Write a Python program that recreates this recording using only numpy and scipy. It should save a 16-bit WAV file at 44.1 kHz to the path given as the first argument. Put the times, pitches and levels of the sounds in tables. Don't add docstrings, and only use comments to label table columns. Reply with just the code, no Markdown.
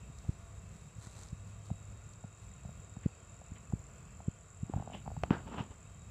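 import sys
import numpy as np
from scipy import signal
from scipy.fft import rfft, irfft, next_fast_len
from scipy.io import wavfile
from scipy.ndimage import uniform_filter1d

SR = 44100
rng = np.random.default_rng(int(sys.argv[2]) if len(sys.argv) > 2 else 0)


def dump_mix(stems):
    frames = np.atleast_2d(stems).T
    limited = np.clip(frames, -1, 1)
    pcm = np.round(limited * 32767).astype(np.int16)
    wavfile.write(sys.argv[1], SR, pcm)


N = 269165
T = np.arange(N) / SR

# time_s, level_db
SLIP_EVENTS = [(.249, -50.5), (1.703, -39), (2.240, -44), (2.650, -45), (2.692, -46.5), (2.966, -48),
               (3.416, -45), (3.7238, -41.5), (4.204, -43), (4.696, -48), (4.7373, -30), (4.772, -38.5),
               (4.799, -37.5), (4.8238, -37.5), (4.8753, -35.5), (4.9002, -40), (4.9205, -41),
               (4.9484, -37.5), (5.058, -47), (5.0631, -42), (5.0773, -32), (5.1035, -43), (5.1163, -40.5),
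               (5.1662, -38)]
# time_s, level_db, pitch_hz, snap_db (against the knock), slide_db
TAP_EVENTS = [(5.2362, -23, 706, 4, -52.5), (5.3066, -31, 980, 10.5, -38)]
# freq_hz, relative_db
RUMBLE_SPECTRUM = [(20, -41), (35, -7.5), (55, 6.5), (80, 6), (130, 1.5), (200, -4), (280, -21),
                   (450, -49.5)]


def undb(db):
    return 10 ** (np.asarray(db) / 20)


def unit(x):
    return x / np.sqrt(np.mean(x ** 2))


def curve(rows):
    return np.interp(T, *np.transpose(rows))


def colour(x, points):
    hz, db = np.transpose(points)
    size = next_fast_len(2 * N, real=True)
    size += size % 2
    f = np.maximum(np.fft.rfftfreq(size, 1 / SR), 1)
    gain = undb(np.interp(np.log(f), np.log(hz), db))
    cepstrum = irfft(np.log(gain))
    cepstrum[1:size // 2] *= 2
    cepstrum[size // 2 + 1:] = 0
    response = np.exp(rfft(cepstrum))
    return irfft(rfft(x, size) * response)[:N]


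def resonate_twice(x, hz, width_hz):
    b, a = signal.iirpeak(hz, hz / width_hz, fs=SR)
    return signal.lfilter(b, a, signal.lfilter(b, a, x))


def noise():
    return rng.standard_normal(N)


def walk(rate_hz):
    k = int(SR / rate_hz)
    steps = np.repeat(rng.standard_normal(N // k + 1), k)
    return unit(uniform_filter1d(steps, k)[:N])


def grains(rate_hz, spread_db):
    hits = rng.random(N) < rate_hz / SR
    boost_db = spread_db * np.minimum(rng.exponential(size=N), 4)
    return hits * noise() * undb(boost_db)


def swell(peak_s, rise_s, fall_s):
    d = T - peak_s
    return np.exp(-np.where(d < 0, (d / rise_s) ** 2, np.abs(d / fall_s) ** 0.94))


def add(out, s, x):
    i = max(int(s * SR), 0)
    out[i:i + len(x)] += x[:max(N - i, 0)]


def push_acceleration(u):
    return (2 * u - 1) * np.exp(-u)


def thuds(low_cut_hz=38, heel_sharpness=5.1, shake_db=-15):
    # time_s, level_db, pitch_hz
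    steps = [(0.2933, -19, 97), (.986, -36.5, 105), (1.331, -29, 108), (1.7156, -23.5, 121),
             (2.2476, -33.5, 121), (2.658, -33.5, 108), (2.971, -33.5, 147), (3.062, -16, 140),
             (3.52, -35, 148), (3.737, -19.5, 125), (4.284, -19.5, 125), (4.6339, -24.5, 122),
             (4.6991, -29.5, 227), (4.743, -27, 101), (4.7642, -22.5, 111), (4.7836, -30, 148),
             (4.805, -30, 109), (5.1768, -29.5, 110), (5.2362, -25.5, 114), (5.31, -12, 184),
             (5.6075, -25.5, 154)]
    heel_soft, heel_hard, heel_from_db, heel_range_db = 0.064, .21, -22.5, 0.2
    out, half_s = np.zeros(N), .03
    t = np.arange(-half_s, half_s, 1 / SR)
    for s, db, hz in [*steps, *jolts()]:
        u = (np.pi * hz * t) ** 2
        hardness = 1 / (1 + np.exp((heel_from_db - db) / heel_range_db))
        heel_share = heel_soft + (heel_hard - heel_soft) * hardness
        sole = (1 - heel_share) * push_acceleration(u)
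        heel = heel_share * push_acceleration(heel_sharpness * u)
        add(out, s - half_s, undb(db) * (sole + heel))
    shake = uniform_filter1d(uniform_filter1d(np.abs(out), size=SR // 25), size=SR // 40)
    out = out + undb(shake_db) * shake * unit(colour(noise(), RUMBLE_SPECTRUM))
    return signal.sosfilt(signal.butter(2, low_cut_hz, "high", fs=SR, output="sos"), out)


def jolts(rate_hz=1.5, mean_db=-43, centre_hz=100, spread_db=8, slip_db=-3, slip_hz=160, slip_lag_s=0.0031):
    rows = []
    for when, size, pitch in rng.random((int(rate_hz * T[-1]), 3)):
        db = mean_db + spread_db * (2 * size - 1)
        rows.append((when * T[-1], db, centre_hz * 2 ** (pitch - .5)))
    for s, db in SLIP_EVENTS:
        rows.append((s + slip_lag_s, db + slip_db, slip_hz))
    return rows


def knocks(slip_contact_s=0.001, tap_contact_s=0.00041):
    # pitch_ratio, relative_db, t60_s (divided by the damping)
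    modes = [(0.998, -2.5, 0.014), (1.3, -7.5, 0.0042)]
    # freq_hz, relative_db
    snap_spectrum = [(300, 5.5), (800, 1.5), (1200, 9), (1800, -3.5), (2600, 1.5), (3400, -8.5),
                     (4200, -18), (6000, -32), (8000, -40), (14000, -46)]
    start_hz, rise_hz_per_s = 667, 21
    pitch_scatter, slip_snap_db = 0.065, -17
    slip_damping = 1.27
    out, t = np.zeros(N), T[:SR // 20]

    snap = colour(1. * (T == 0), snap_spectrum)[:len(t)]
    tail = 0.063 * noise()[:len(t)] * np.exp(-t / 0.0021)
    snap = np.convolve(snap, (t == 0) + tail)[:len(t)]
    snap = snap / np.abs(snap).max()

    hits = []
    for s, db in SLIP_EVENTS:
        hz = (start_hz + rise_hz_per_s * s) * (1 + pitch_scatter * rng.standard_normal())
        hits.append((s, db, hz, slip_snap_db, slip_contact_s, slip_damping))
    for s, db, hz, snap_db, _ in TAP_EVENTS:
        hits.append((s, db, hz, snap_db, tap_contact_s, 1))

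    for s, db, hz, snap_db, contact_s, damping in hits:
        ring = np.zeros(len(t))
        for ratio, mode_db, t60_s in modes:
            decay = np.exp(-np.log(1000) * damping * t / t60_s)
            ring += undb(mode_db) * np.sin(2 * np.pi * hz * ratio * t) * decay
        ring *= 1 - np.exp(-t / contact_s)
        add(out, s, undb(db) * (ring / np.abs(ring).max() + undb(snap_db) * snap))
    return out


def scuffs_and_rubs(ring_db=-3, body_db=-1, ring_width_hz=600, rise_share=0.94):
    # peak_s, length_s, level_db, resonance_hz, rasp_db
    friction_events = [(3.047, .018, -59.5, 1930, -5), (3.565, .014, -60, 2030, -3),
                       (4.79, .11, -56.5, 860, -15), (4.951, 0.024, -51.5, 625, 0.5),
                       (5.339, 0.029, -42.5, 1460, -25), (5.481, .016, -49, 830, -11.5),
                       (5.547, 0.037, -45, 940, -15), (5.597, .024, -40, 920, -11),
                       (5.714, .012, -54, 890, -12.5)]
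    # freq_hz, relative_db
    body_spectrum = [(60, -17.5), (130, 7.5), (220, 13.5), (330, 4.5), (550, 0.5), (1000, -14.5),
                     (1700, -33), (2300, -46), (4500, -25.5), (9000, -67)]
    rasp_spectrum = [(1500, -13), (2100, -13), (2700, -5), (3000, -4), (3350, -11.5), (3650, -13),
                     (4300, -28), (6000, -27.5), (10000, -44)]
    lag_s, rise_s, fall_s, slide_hz, slide_rasp_db = 0.0061, .0057, 0.046, 854, -16.5
    body = unit(colour(grains(6000, 5.2), body_spectrum))
    rasp = unit(colour(grains(8000, 0.89), rasp_spectrum))

    strokes = []
    for s, length_s, db, hz, rasp_db in friction_events:
        strokes.append((swell(s, rise_share * length_s, length_s), db, hz, rasp_db))
    for s, _, _, _, db in TAP_EVENTS:
        strokes.append((swell(s + lag_s, rise_s, fall_s), db, slide_hz, slide_rasp_db))

    out = np.zeros(N)
    for envelope, db, hz, rasp_db in strokes:
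        ring = unit(resonate_twice(grains(6000, 2.7), hz, ring_width_hz))
        friction = undb(body_db) * body + undb(ring_db) * ring + undb(rasp_db) * rasp
        out += undb(db) * envelope * friction
    return out


def grass(rise_share=0.8):
    # peak_s, length_s, level_db
    swishes = [(.3, 0.2, -68.5), (.79, 0.12, -67.5), (1.052, 0.069, -58.5), (1.205, 0.075, -56.5),
               (1.49, .045, -68.5), (1.665, 0.031, -62.5), (2.43, 0.075, -67.5)]
    # freq_hz, relative_db
    blade_spectrum = [(1000, 2.5), (2000, -4), (3000, -12), (4000, -1.5), (5200, -8), (7600, 2.5),
                      (10000, -13.5), (15000, -27)]
    brushing = np.zeros(N)
    for s, length_s, db in swishes:
        brushing += undb(db) * swell(s, rise_share * length_s, length_s)
    return unit(colour(grains(3000, 2.6), blade_spectrum)) * brushing


def ticks(decay_s=0.00097):
    # time_s, level_db (before the filter)
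    tick_events = [(0.1865, -37), (1.234, -37.5), (1.287, -42), (2.1355, -42), (5.235, -34.5)]
    # freq_hz, gain_db
    tick_spectrum = [(600, -26), (2500, -13), (4300, -0.5), (7000, 3), (9000, -4), (12000, -26),
                     (15000, -32)]
    out, t = np.zeros(N), T[:SR // 100]
    for s, db in tick_events:
        tick = rng.standard_normal(len(t)) * np.exp(-t / decay_s)
        add(out, s, undb(db) * tick / np.abs(tick).max())
    return colour(out, tick_spectrum)


def katydid(stroke_hz=42.24, pitch_hz=7276, stroke_s=0.00151, glide_hz=220, rough=.35, echo_db=-7):
    # time_s, level_db
    level_rows = [(0, -61.5), (1.4, -58.5), (1.9, -56.5), (3.5, -54.5), (5.3, -57), (6.1, -56.5)]
    out, t = np.zeros(N), T[:SR // 80]
    u = (t - t.mean()) / stroke_s
    draws = rng.standard_normal((int(T[-1] * stroke_hz), 3))
    for k, (late, size, pitch) in enumerate(draws):
        hz = pitch_hz * (1 + .007 * pitch) - glide_hz * u
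        chirp = np.exp(-u ** 2 / 2) * np.sin(2 * np.pi * np.cumsum(hz) / SR)
        add(out, k / stroke_hz + .0017 * late, undb(1.1 * size) * chirp)
    out *= (1 + rough * walk(1200)) * undb(curve(level_rows))
    t_echo = T[:SR // 8]
    leaves = rng.standard_normal(len(t_echo)) * np.exp(-t_echo / 0.041)
    echo = signal.fftconvolve(out, leaves / np.linalg.norm(leaves))[:N]
    return out + undb(echo_db) * echo


def crickets(trill_hz=48, depth=0.34, flutter_db=2.0):
    # start_s, end_s, pitch_hz, level_db
    trills = [(-.1, .65, 3785, -80.5), (.72, 3.65, 3808, -80), (4.4, 5.75, 3810, -82.5),
              (5.83, 6.1, 3800, -80), (2.95, 3.2, 4570, -85), (5.0, 5.5, 4570, -82.5)]
    out, edge_s = np.zeros(N), .03
    for start, end, hz, db in trills:
        gate = np.clip(np.minimum(T - start, end - T) / edge_s, 0, 1)
        wandering_hz = hz * (1 + .004 * walk(4) + 0.0082 * walk(200))
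        tone = np.sin(2 * np.pi * np.cumsum(wandering_hz) / SR)
        trill = unit(tone * (1 + depth * np.sin(2 * np.pi * trill_hz * T)))
        out += undb(db + flutter_db * walk(25)) * gate * trill
    return out


def drones():
    # freq_hz, width_hz (each of two resonances), level_db, flutter_db
    bands = [(676, 30, -76, 3), (1129, 26, -87, 3.5), (1415, 81, -78.5, 3), (2624, 330, -78, 2.5),
             (3160, 190, -87, 4)]
    out = np.zeros(N)
    for hz, width_hz, db, flutter_db in bands:
        out += unit(resonate_twice(noise(), hz, width_hz)) * undb(db + flutter_db * walk(11))
    return out


def chorus(level_db=-67.5):
    # freq_hz, relative_db
    chorus_spectrum = [(4500, -45), (6000, -12.5), (6600, -4), (7000, 0.5), (7300, 5.5), (7850, 5.5),
                       (8300, -10.5), (9500, -14.5), (11000, -19), (15000, -50)]
    return unit(colour(noise(), chorus_spectrum)) * undb(level_db + 0.77 * walk(80))


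def hum(pitch_hz=102.6, level_db=-59.5, peak_s=1.7, swell_s=.6, swell_db=9.5):
    db = level_db + swell_db * np.exp(-((T - peak_s) / swell_s) ** 2)
    tone = np.sin(2 * np.pi * np.cumsum(pitch_hz + 1.39 * walk(6)) / SR)
    return tone * undb(db + 2 * walk(6.68))


def rumble(offset_db=1, sway_db=2):
    # time_s, level_db
    level_rows = [(0.0, -52), (1.0, -55), (1.48, -53), (2.99, -55.5), (3.13, -57), (4.08, -52), (4.31, -61),
                  (4.54, -59), (4.77, -51), (5.44, -50), (5.78, -58), (6.1, -53.5)]
    db = offset_db + curve(level_rows) + sway_db * walk(18)
    return unit(colour(noise(), RUMBLE_SPECTRUM)) * undb(db)


def air(level_db=-64.5):
    # freq_hz, relative_db
    air_spectrum = [(150, -17), (250, -2.5), (450, 3.5), (680, -0.5), (850, -4), (1170, 1.5), (1450, -5.5),
                    (1620, -7), (2600, -8), (2950, -15.5), (3400, -15), (6000, -17), (8000, -33.5)]
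    return unit(colour(noise(), air_spectrum)) * undb(level_db + 0.75 * walk(4.9))


def scene():
    near = thuds() + knocks() + scuffs_and_rubs() + grass() + ticks()
    far = katydid() + crickets() + drones() + chorus()
    return (near + far + hum() + rumble() + air())[None]


def record(dry, top_hz=15250):
    return signal.sosfilt(signal.ellip(10, .2, 70, top_hz, fs=SR, output="sos"), dry)


dry = scene()
out = record(dry)
dump_mix(out)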